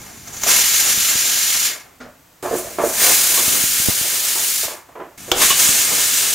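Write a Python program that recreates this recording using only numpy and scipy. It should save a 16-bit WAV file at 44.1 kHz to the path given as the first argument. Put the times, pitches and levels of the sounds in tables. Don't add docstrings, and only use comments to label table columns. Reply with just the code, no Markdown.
import sys
import numpy as np
from scipy.fft import rfft, irfft, next_fast_len
from scipy.io import wavfile
from scipy.ndimage import map_coordinates

SR = 44100
rng = np.random.default_rng(int(sys.argv[2]) if len(sys.argv) > 2 else 0)


def generate_wav(sig):
    pcm = np.round(np.clip(np.atleast_2d(sig).T, -1, 1) * 32767).astype(np.int16)
    wavfile.write(sys.argv[1], SR, pcm)


N = 279726
TOP_HZ = 15780

# frequency in Hz, relative density in dB per Hz.
ROAR_BAND = [(30, -29), (90, -14), (200, -3.5), (450, 0.5), (700, 2), (1100, 1), (1500, -6), (2500, -46)]
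SPRAY_BAND = [(600, -30), (1000, -8), (1300, -3.5), (1700, 0.5), (2500, 0), (2900, -9.5), (4000, -48)]
RUSH_BAND = [(1500, -23), (2300, -7.5), (2700, 0), (4000, 1), (5400, 1.5), (6000, -3), (8000, -50)]
RING_BAND = [(4000, -47), (5200, -21), (5700, -0.5), (6800, 3), (7500, 0.5), (8100, -12), (10000, -53)]
FIZZ_BAND = [(6000, -60), (7400, -2), (8100, 2), (10000, 2), (12500, 0.5), (14800, 0.5), (15800, -7)]
# centre in Hz, width in Hz, gain in dB before scaling by lid_depth.
LID_RESONANCES = [(991, 240, -1.4), (1367, 80, 1.3), (1701, 240, 1.2), (1981, 50, -2.7), (2099, 30, 1.4),
                  (2164, 140, 2.2), (2422, 80, 2.0), (2552, 50, -2.5), (2810, 30, 3.2), (2853, 50, -2.5),
                  (2946, 30, 2.2), (3025, 80, 1.2), (3381, 80, 1.4), (3628, 30, 2.6), (3844, 50, -2.5),
                  (4021, 30, 2.2), (4098, 30, 2.0), (4231, 30, 1.8), (4550, 40, 2.3), (4608, 50, -2.3),
                  (5378, 50, 1.8), (5469, 80, -2.2), (6019, 50, 1.8), (6379, 50, 1.8), (6915, 80, 1.2),
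                  (8465, 80, 1.5), (8718, 60, 1.5), (10508, 140, 1.2)]
# centre in Hz, width in Hz, gain in dB.
FIRST_COLOUR = [(546, 150, -4), (1345, 70, 3.5), (1690, 160, 2.5), (1930, 100, 1.5), (2170, 100, 3),
                (5555, 67, 1.5), (5900, 230, 2.5), (6000, 130, -2), (6400, 180, 0.5), (6920, 120, 4.5),
                (7330, 230, 3), (7800, 260, -6), (11500, 480, 2.5), (13500, 500, 2), (13750, 300, -1)]
SECOND_COLOUR = [(2740, 40, 1), (4530, 80, 1.5), (5060, 120, 1.5), (6100, 200, -0.5), (6330, 170, -1.5),
                 (6400, 140, 1.5), (6840, 140, 3), (7460, 160, 3), (7740, 250, -2.5), (8160, 200, 2.5),
                 (8740, 100, 3.5), (9900, 100, 3), (10300, 350, 0), (12300, 800, -2), (15300, 900, 3.5)]
THIRD_COLOUR = [(850, 270, -1.5), (1400, 210, -1.5), (1730, 150, 1.5), (1970, 120, -2), (2670, 120, 2),
                (4400, 220, -3), (4650, 92, 2), (6100, 110, 2.5), (6280, 200, -3), (6360, 200, 3),
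                (6800, 120, 2), (8230, 1900, 2.5), (11900, 1400, -2)]
# frequency in Hz, side minus mid in dB.
FIRST_WIDTH_DB = [(60, -12), (110, -17), (200, -11), (380, -4), (700, -1.5), (1290, -12), (2380, -13),
                  (4400, -9.5), (6300, -11.5), (7600, -8), (8300, -1), (15000, -2.5)]
SECOND_WIDTH_DB = [(60, -14), (110, -13), (200, -13), (380, -4.5), (700, -2), (1290, -10.5), (2380, -11),
                   (4400, -7), (9000, -17), (15000, -23)]
THIRD_WIDTH_DB = [(60, -12), (110, -18), (200, -15), (380, -7), (700, 0.5), (1290, -12), (2380, -9.5),
                  (4400, -9.5), (7200, -13), (8800, -7.5), (15000, -6)]
# leak start in seconds,
# full lift in seconds, shutting in seconds, leak flow in dB, full flow in dB before the surge,
# rise in dB per second, sag in dB per second, added fizz in dB, added plume in dB.
VALVE_CYCLES = [(-.1, 0.495, 1.669, -48, -21.5, 278, 2, 2.0, 0),
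                (2.425, 3.031, 4.645, -43, -22.5, 179, 4, 6, 0.5),
                (5.176, 5.421, 6.5, -44.5, -22.5, 240, 1.5, 4, 0.5)]
# centre in seconds, flow change in dB, half length (to 1/e) in seconds.
WEIGHT_BOBS = [(0.368, 3.5, 0.059), (0.633, -1.5, 0.021), (0.792, 1.5, 0.037), (2.581, 6, 0.042),
               (2.78, -1.5, 0.032), (2.877, 6.5, 0.058), (3.363, 1, 0.064), (3.69, 0.5, 0.32),
               (4.426, 1.35, 0.17), (4.59, 1.4, 0.098), (4.78, 3, 0.067), (5.46, 1, 0.022),
               (5.55, -2, 0.041), (5.627, 2, 0.082), (5.94, -0.5, 0.12)]
# peak in seconds, plume gain in dB,
# Gaussian rise scale in seconds, exponential fade scale in seconds.
WATER_SPLASHES = [(.492, 8.7, 0.041, 0.057), (3.02, 3.7, 0.021, 0.091), (3.3, 3.1, 0.38, 0.23),
                  (3.65, 1.1, 0.092, 0.17), (5.418, 9.1, 0.024, .24)]
# frequency in Hz, relative density in dB per Hz.
DRAUGHT_BAND = [(20, -17), (55, -4.5), (110, -2), (170, -3.5), (240, -5), (400, -14), (1000, -58)]
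# frequency in Hz, side minus mid in dB.
DRAUGHT_WIDTH_DB = [(60, -22), (130, -19), (250, -11)]
# frequency in Hz, relative density in dB per Hz.
STOVE_BAND = [(15, -31), (25, -16), (70, -5), (179, -6), (205, -23), (276, -5.5), (352, -14.5),
              (729, -12.5), (881, -14), (1870, -16), (4330, -22.5), (7030, -19), (11100, -25.5),
              (13100, -18.5), (15800, -25)]
# frequency in Hz, side minus mid in dB.
STOVE_WIDTH_DB = [(60, -31), (110, -31), (200, -22), (380, -6), (700, 0), (1290, -8), (2380, -9),
                  (4400, -6), (8120, -17), (15000, -23)]
# start in seconds, level in dB, rise constant in seconds, t60 in seconds.
SEAT_SPURTS = [(.272, -24.5, 0.006, 0.083), (.33, -24.5, 0.0073, .1), (.366, -20.5, .008, 0.073),
               (.415, -21.5, 0.0018, .1), (0.434, -12, .0007, 0.074)]
# frequency in Hz, relative density in dB per Hz.
SPURT_BAND = [(200, -11), (1500, -7.0), (5000, -10.0), (6200, 3.5), (7400, -1), (8500, -22), (15000, -13)]
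# start in seconds, level in dB, slap offset in dB, thud offset in dB,
# t60 of thud and boom in seconds, pitch of the first wave in Hz.
WHOOSH_AND_BANGS = [(.464, -25, 4.5, -8, 0.18, 698), (1.714, -41, 0, -5, 0.087, 600),
                    (1.749, -40.5, 5, -9, 0.11, 1150), (2.428, -27.5, 4, 0.5, 0.39, 366),
                    (2.449, -22, 3.5, -3, 0.21, 704), (2.51, -17.5, -13, -6, .13, 665),
                    (2.526, -18, -6, -3, 0.27, 444), (2.549, -23, -6, 3, .17, 370),
                    (2.585, -28, -14, -14, 0.16, 602), (2.646, -34, -13, -12, 0.17, 592),
                    (2.668, -29, -18, -14, 0.1, 660), (2.706, -40, -11, -5, 0.56, 595),
                    (2.785, -18, 4.5, -3, 0.28, 680), (2.802, -23, 7, -3, .2, 910),
                    (2.836, -14, -10, -3, .21, 585), (2.885, -24.5, -5, -8, .27, 590),
                    (3.015, -24.5, -10, -12, 0.13, 468), (3.374, -31.5, 11, 2, 0.29, 985),
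                    (4.041, -32.5, -8.5, -11, 0.22, 660), (4.355, -33, 8.5, -7.5, 0.3, 670),
                    (4.632, -32.5, 6, -15, 0.13, 440), (4.68, -35, 9, -8, 0.28, 610),
                    (4.715, -34, -3, -9, 0.14, 608), (4.738, -40, 8, -6, .15, 600),
                    (4.775, -48, 5, 6, 0.14, 600), (4.887, -42.5, 4.5, -10, .15, 706),
                    (4.953, -33.5, 6, -7, 0.51, 510), (4.997, -30.5, 6.5, -3, .3, 427),
                    (5.279, -34.5, 1, 1, .27, 366), (5.359, -23, 2, 1, 0.15, 350)]
# frequency in Hz, relative density in dB per Hz.
THUD_BAND = [(40, -32), (150, -19.5), (260, -6.5), (360, -1), (430, -7), (600, -16), (1200, -60)]
BOOM_BAND = [(200, -29), (360, -7), (450, -1.5), (560, -2.5), (680, -2.5), (850, -16.5), (1200, -17.5),
             (1700, -21), (4000, -53)]
SLAP_BAND = [(100, -39), (250, -10), (650, -6), (950, 7), (1250, -1), (1700, -8), (2400, -12.5),
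             (3200, -20), (6000, -46), (15000, -54)]
# centre in Hz, width in Hz, gain in dB.
KITCHEN_RESONANCES = [(305, 76, -1.5), (362, 44, 8), (410, 35, -4), (459, 20, 8), (490, 26, -2),
                      (594, 40, 4.5), (669, 58, 6), (760, 55, 0), (946, 40, -15), (1064, 48, -1.5),
                      (1174, 80, 2.5), (1720, 110, 5.5)]
# frequency in Hz, left minus right in dB.
BANG_BALANCE_DB = [(200, 0), (380, 0), (680, -4.5), (1100, 0.5), (2400, -1)]
# arrival in seconds, leaving in seconds, level in dB, fade in dB per second.
CLOUD_PASSES = [(0.714, 1.68, -41, 13.5), (3.215, 4.66, -41, 7), (5.55, 6.5, -39, 10.5)]
# frequency in Hz, relative density in dB per Hz.
WASH_BAND = [(50, -15), (130, -4.5), (280, 0.5), (450, -3), (900, -9), (1400, -5), (3000, -36)]
# start in seconds, level in dB,
# half the right-minus-left difference as a share of the mean, before filtering.
MICROPHONE_PUFFS = [(0.976, -22.5, .3), (1.155, -19, 0.22), (3.48, -17, 0.62), (3.639, -18.5, 2.2),
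                    (3.8, -19, 1.3), (3.8858, -8, 3.3), (3.895, -12, 0.49), (4.013, -20, 1.4),
                    (4.655, -29, .4), (5.69, -15.5, 0.38)]
# frequency in Hz, relative density in dB per Hz.
KNOCK_BAND = [(60, -12), (180, -7), (250, -5), (330, -12), (600, -2.5), (900, -13), (1500, -7.5),
              (2200, -16), (3200, -20.5), (6500, -23), (12000, -45)]
# frequency in Hz, level in dB, t60 in seconds.
KNOCK_RINGS = [(250, -35, 0.39), (640, -49, .35), (1410, -41, 0.39), (2008, -54, .4)]
# start in seconds, ring gain in dB, contact level in dB, favoured Hz.
STEM_CLACKS = [(3.373, -10, -27, 2200), (5.407, -13, -20.5, 3380), (5.417, -9, -27, 2200),
               (5.429, -10, -27, 3540), (5.502, 0.5, -19.5, 3000)]
# frequency in Hz, level in dB before the favour, t60 in seconds.
WEIGHT_MODES = [(1088, -15, .12), (1154, -19.5, 0.12), (1590, -27, .11), (2140, -23, .1), (2952, -20, 0.26),
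                (3247, -25, 0.33), (3375, -30, .12), (3540, -22, .18), (3930, -23, 0.073)]
# frequency in Hz, relative density in dB per Hz.
CONTACT_BAND = [(100, -7.5), (600, -4.5), (1100, -7), (2400, -1.5), (4000, 0.5), (7000, -30), (15000, -33)]
# frequency in Hz, relative density in dB per Hz.
CRACK_BAND = [(60, -3), (200, -18), (400, 0), (800, -5), (1400, -5.5), (2100, -14), (3200, -2),
              (4300, -11.5), (7500, -8.5), (9000, -20), (15500, -16)]
# frequency in Hz, level in dB, t60 in seconds.
POT_MODES = [(359, -22, 0.27), (498, -14.5, 0.13), (625, -31, 0.14), (700, -27, 0.19), (775, -17, 0.15),
             (1130, -28, 0.14), (1440, -27, 0.2), (1678, -32, 0.2), (2270, -27, 0.17), (2950, -28, .14),
             (3260, -17, 0.098), (3440, -24.5, 0.3)]
# frequency in Hz, left minus right in dB.
PORT_BALANCE_DB = [(100, -.3), (450, -1.2), (1000, -0.6), (2000, 0.5), (4000, 1), (7000, 0.2), (12000, 0)]
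# frequency in Hz, side minus mid in dB.
SPURT_WIDTH_DB = [(1000, -16)]
BANG_WIDTH_DB = [(300, -27), (1400, -19), (3000, -12)]
WASH_WIDTH_DB = [(100, 1.9), (400, 7.9)]
KNOCK_WIDTH_DB = [(1000, -14)]
CONTACT_WIDTH_DB = [(1000, -29), (3500, -14)]
CRACK_WIDTH_DB = [(400, -20), (1400, -12), (3500, -5), (10000, -9)]

SURGE_DB, SURGE_S = 3, 0.15
SHUT_DB_PER_S, PLUME_SHUT_DB_PER_S = 176, 151
RUSH_LINGER_S, LINGER_S = 0.012, 0.029
USUAL_FLOW_DB = -23
# dB at the usual flow, dB gained per dB of flow
RING_LAW, FIZZ_LAW, SPRAY_LAW, ROAR_LAW = (-21.5, 0.97), (-23, 1.0), (-29.5, 0.8), (-37.5, 0.46)
BOB_TREBLE = 0.57
DULLING_DB_PER_S = 1.0
DRYING_DB_PER_S = 4
SPRAY_WET_SHARE = 0.41
SPLASH_WIDTH = 0.092
STIR_DB, STIR_HOLD_S, STIR_FADE_DB_PER_S = -46, 0.49, 10
BANG_RISE_S, THUD_RISE_S, SLAP_T60_S = 0.00073, 0.0074, 0.39
FRONT_RISE_S, FRONT_T60_S = 0.00029, 0.11
FAVOUR_DB, FAVOUR_WIDTH_HZ = 4.5, 250
RING_RISE_S = 0.0012
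STOVE_DB = -51.5


def amp(db):
    return 10 ** (np.asarray(db) / 20)


def unit(x):
    return x / np.sqrt(np.mean(x ** 2) + 1e-20)


def along(points, hz):
    f, v = np.transpose(points)
    return np.interp(np.log(hz + 1), np.log(f + 1), v)


def since(s):
    return np.maximum(np.arange(N) / SR - s, 0)


def until(s):
    return np.maximum(s - np.arange(N) / SR, 0)


def filtered(x, response):
    m = next_fast_len(N + 8192)
    return irfft(rfft(x, m) * response(np.fft.rfftfreq(m, 1 / SR)), m)[..., :N]


def noise(spectrum, colour=lambda hz: 1):
    white = rng.standard_normal((2, N))
    return unit(filtered(white, lambda hz: amp(along(spectrum, hz)) * colour(hz)))


def stereo(pair, width):
    mid = pair[0]
    side = filtered(pair[1], lambda hz: amp(along(width, hz)))
    return np.array([mid + side, mid - side])


def panned(pair, balance):
    return filtered(pair, lambda hz: amp(np.outer([.5, -.5], along(balance, hz))))


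def wobble(rate_hz):
    knots = rng.standard_normal(int(N * rate_hz / SR) + 4)
    return map_coordinates(knots, [np.arange(N) * rate_hz / SR])


def burst(s, rise_s, t60_s):
    t = since(s)
    return (1 - np.exp(-t / rise_s)) * amp(-60 * t / t60_s)


def resonances(table, hz):
    return amp(sum(db * np.exp(-(2 * (hz - centre) / width) ** 2) for centre, width, db in table))


def ringing(modes, s, blur_rad=0.23):
    t = np.arange(SR // 2) / SR
    knots = 64 * len(modes)
    positions = np.linspace(0, knots - 1, len(modes) * len(t))
    drift = map_coordinates(rng.standard_normal(knots), [positions]).reshape(len(modes), -1)
    ring = 0
    for k, ((hz, db, t60_s), phase) in enumerate(zip(modes, drift)):
        mode = np.sin(2 * np.pi * hz * t + blur_rad * phase)
        ring = ring + (-1) ** k * amp(db - 60 * t / t60_s) * mode
    return np.pad(ring * (1 - np.exp(-t / RING_RISE_S)), (round(s * SR), N))[:N]


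def seal_open(opens, opening_s=0.00063):
    return 1 - np.exp(-since(opens) / opening_s)


def flow_db(lifts, shuts, leak_db, full_db, rise, sag, fall=SHUT_DB_PER_S):
    surge_db = SURGE_DB * np.exp(-(since(lifts) / SURGE_S) ** 2)
    lifted_db = full_db + surge_db - rise * until(lifts) - sag * since(lifts)
    return 20 * np.log10(np.hypot(amp(leak_db), amp(lifted_db))) - fall * since(shuts)


def follow(law, flow):
    level_db, growth = law
    return level_db + growth * (flow - USUAL_FLOW_DB)


def surroundings(lid_depth=1.44, echo_share=0.31):
    m = next_fast_len(N + 8192)
    echoes = rng.standard_normal((2, N)) * burst(.002, .001, .11)
    ripple = np.abs(1 + echo_share * rfft(echoes / np.linalg.norm(echoes[0]), m))
    gain = resonances(LID_RESONANCES, np.fft.rfftfreq(m, 1 / SR)) ** lid_depth * ripple
    return lambda hz: gain


def steam(flutter_db=0.77, sway_db=0.62, gurgle_db=2.0, slosh_db=2.5):
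    colour = surroundings()
    bands = (RUSH_BAND, RING_BAND, FIZZ_BAND, ROAR_BAND, SPRAY_BAND)
    rush, ring, fizz, roar, spray = [noise(band, colour) for band in bands]
    bob = sum(db * np.exp(-((since(0) - s) / length) ** 2) for s, db, length in WEIGHT_BOBS)
    tremble = amp(flutter_db * wobble(130) + sway_db * wobble(21.78))
    gurgle = gurgle_db * wobble(45) + slosh_db * wobble(11)
    splash = sum(db * np.exp(-(until(s) / rise) ** 2 - since(s) / fade)
                 for s, db, rise, fade in WATER_SPLASHES)
    widths = (FIRST_WIDTH_DB, SECOND_WIDTH_DB, THIRD_WIDTH_DB)
    blast_colours = (FIRST_COLOUR, SECOND_COLOUR, THIRD_COLOUR)
    out = 0
    for cycle, width, blast_colour in zip(VALVE_CYCLES, widths, blast_colours):
        opens, lifts, shuts, leak_db, full_db, rise, sag, fizz_db, plume_db = cycle
        flow = (leak_db, full_db, rise, sag)
        jet = flow_db(lifts, shuts, *flow) + bob
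        stream = flow_db(lifts, shuts + RUSH_LINGER_S, *flow) + bob
        plume = flow_db(lifts, shuts + LINGER_S, *flow, PLUME_SHUT_DB_PER_S) + bob
        wet = np.outer([1, SPLASH_WIDTH], splash) - DRYING_DB_PER_S * since(lifts)

        treble = amp(follow(RING_LAW, jet)) * ring + amp(follow(FIZZ_LAW, jet) + fizz_db) * fizz
        treble = amp(BOB_TREBLE * bob - DULLING_DB_PER_S * since(lifts)) * treble
        hiss = amp(stream) * rush + treble
        cloud = amp(follow(ROAR_LAW, plume) + wet + gurgle) * roar
        cloud = cloud + amp(follow(SPRAY_LAW, plume) + SPRAY_WET_SHARE * wet) * spray
        voiced = filtered(hiss + amp(plume_db) * cloud, lambda hz: resonances(blast_colour, hz))
        out = out + stereo(seal_open(opens) * tremble * voiced, width)
    return out


def draught():
    stir = 0
    for opens, lifts, shuts, *_ in VALVE_CYCLES:
        calming_db = STIR_FADE_DB_PER_S * since(lifts + STIR_HOLD_S)
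        stir = stir + seal_open(opens) * amp(-calming_db - SHUT_DB_PER_S * since(shuts))
    return amp(STIR_DB) * stir * stereo(noise(DRAUGHT_BAND), DRAUGHT_WIDTH_DB)


def stove():
    return amp(STOVE_DB) * stereo(noise(STOVE_BAND), STOVE_WIDTH_DB)


def spit():
    spurts = sum(amp(db) * burst(s, rise, t60) for s, db, rise, t60 in SEAT_SPURTS)
    return stereo(spurts * noise(SPURT_BAND), SPURT_WIDTH_DB)


def whoosh_and_bangs(slap_db=-8, boom_db=-1):
    thud_power = boom_power = slap_power = front = 0
    for s, db, bright_db, bass_db, t60, hz in WHOOSH_AND_BANGS:
        thud_power = thud_power + (amp(db + bass_db) * burst(s, THUD_RISE_S, t60)) ** 2
        boom_power = boom_power + (amp(db + boom_db) * burst(s, BANG_RISE_S, t60)) ** 2
        slap_power = slap_power + (amp(db + bright_db + slap_db) * burst(s, BANG_RISE_S, SLAP_T60_S)) ** 2
        wave = np.sin(2 * np.pi * hz * since(s))
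        front = front + amp(db) * burst(s, FRONT_RISE_S, FRONT_T60_S) * wave
    room = lambda hz: resonances(KITCHEN_RESONANCES, hz)
    layers = ((thud_power, THUD_BAND), (boom_power, BOOM_BAND), (slap_power, SLAP_BAND))
    tails = sum(np.sqrt(power) * noise(band, room) for power, band in layers)
    return panned(front + stereo(tails, BANG_WIDTH_DB), BANG_BALANCE_DB)


def wash(arrival_s=0.055, swirl_db=4.0):
    near = 0
    for arrives, leaves, db, fade in CLOUD_PASSES:
        level = amp(db - fade * since(arrives) - SHUT_DB_PER_S * since(leaves))
        near = near + level * (1 - np.exp(-since(arrives) / arrival_s))
    return near * amp(swirl_db * wobble(16)) * stereo(noise(WASH_BAND), WASH_WIDTH_DB)


def puffs(push_s=0.0015, shared_hz=170):
    push = lambda t: (t > 0) * (t / push_s - 1) * np.exp(-t / push_s)
    pair = sum(amp(db) * np.outer([1, uneven], push(since(s))) for s, db, uneven in MICROPHONE_PUFFS)
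    mid, side = 1.73 * filtered(pair, lambda hz: 1 / (1 + 1j * hz / 550) ** 2)
    side = filtered(side, lambda hz: (1j * hz / (shared_hz + 1j * hz)) ** 2)
    return np.array([mid - side, mid + side])


def knock(s=2.002, level_db=-32.5, echo_db=-35.5, echo_delay_s=0.043):
    first = amp(level_db) * burst(s, .004, .28) * noise(KNOCK_BAND)
    dull = lambda hz: 1 / (1 + (hz / 2600) ** 4)
    echo = amp(echo_db) * burst(s + echo_delay_s, .01, .3) * noise(KNOCK_BAND, dull)
    return stereo(first + echo, KNOCK_WIDTH_DB) + ringing(KNOCK_RINGS, s)


def struck(near_hz):
    favour_db = lambda hz: FAVOUR_DB * np.exp(-(2 * (hz - near_hz) / FAVOUR_WIDTH_HZ) ** 2)
    return [(hz, db + favour_db(hz), t60) for hz, db, t60 in WEIGHT_MODES]


def clack():
    contact = sum(amp(db) * burst(s, 0.00061, 0.24) for s, _, db, _ in STEM_CLACKS)
    ring = sum(amp(ring_db) * ringing(struck(hz), s) for s, ring_db, _, hz in STEM_CLACKS)
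    return ring + stereo(contact * noise(CONTACT_BAND), CONTACT_WIDTH_DB)


def crack(s=5.316, snap_db=-6.0, tail_db=-22):
    snap = amp(snap_db) * burst(s, 0.00012, 0.037) * noise(CRACK_BAND)
    dull = lambda hz: 1 / (1 + (hz / 7000) ** 6)
    tail = amp(tail_db) * burst(s, 0.0045, 0.68) * noise(CRACK_BAND, dull)
    return stereo(snap + tail, CRACK_WIDTH_DB) + ringing(POT_MODES, s)


def scene():
    air = steam() + draught() + stove() + spit() + wash() + puffs()
    short_sounds = whoosh_and_bangs() + knock() + clack() + crack()
    return panned(air + short_sounds, PORT_BALANCE_DB)


def record(dry):
    held = dry / (1 + np.abs(dry) ** 8) ** (1 / 8)
    return filtered(held, lambda hz: hz < TOP_HZ)


dry = scene()
out = record(dry)
generate_wav(out)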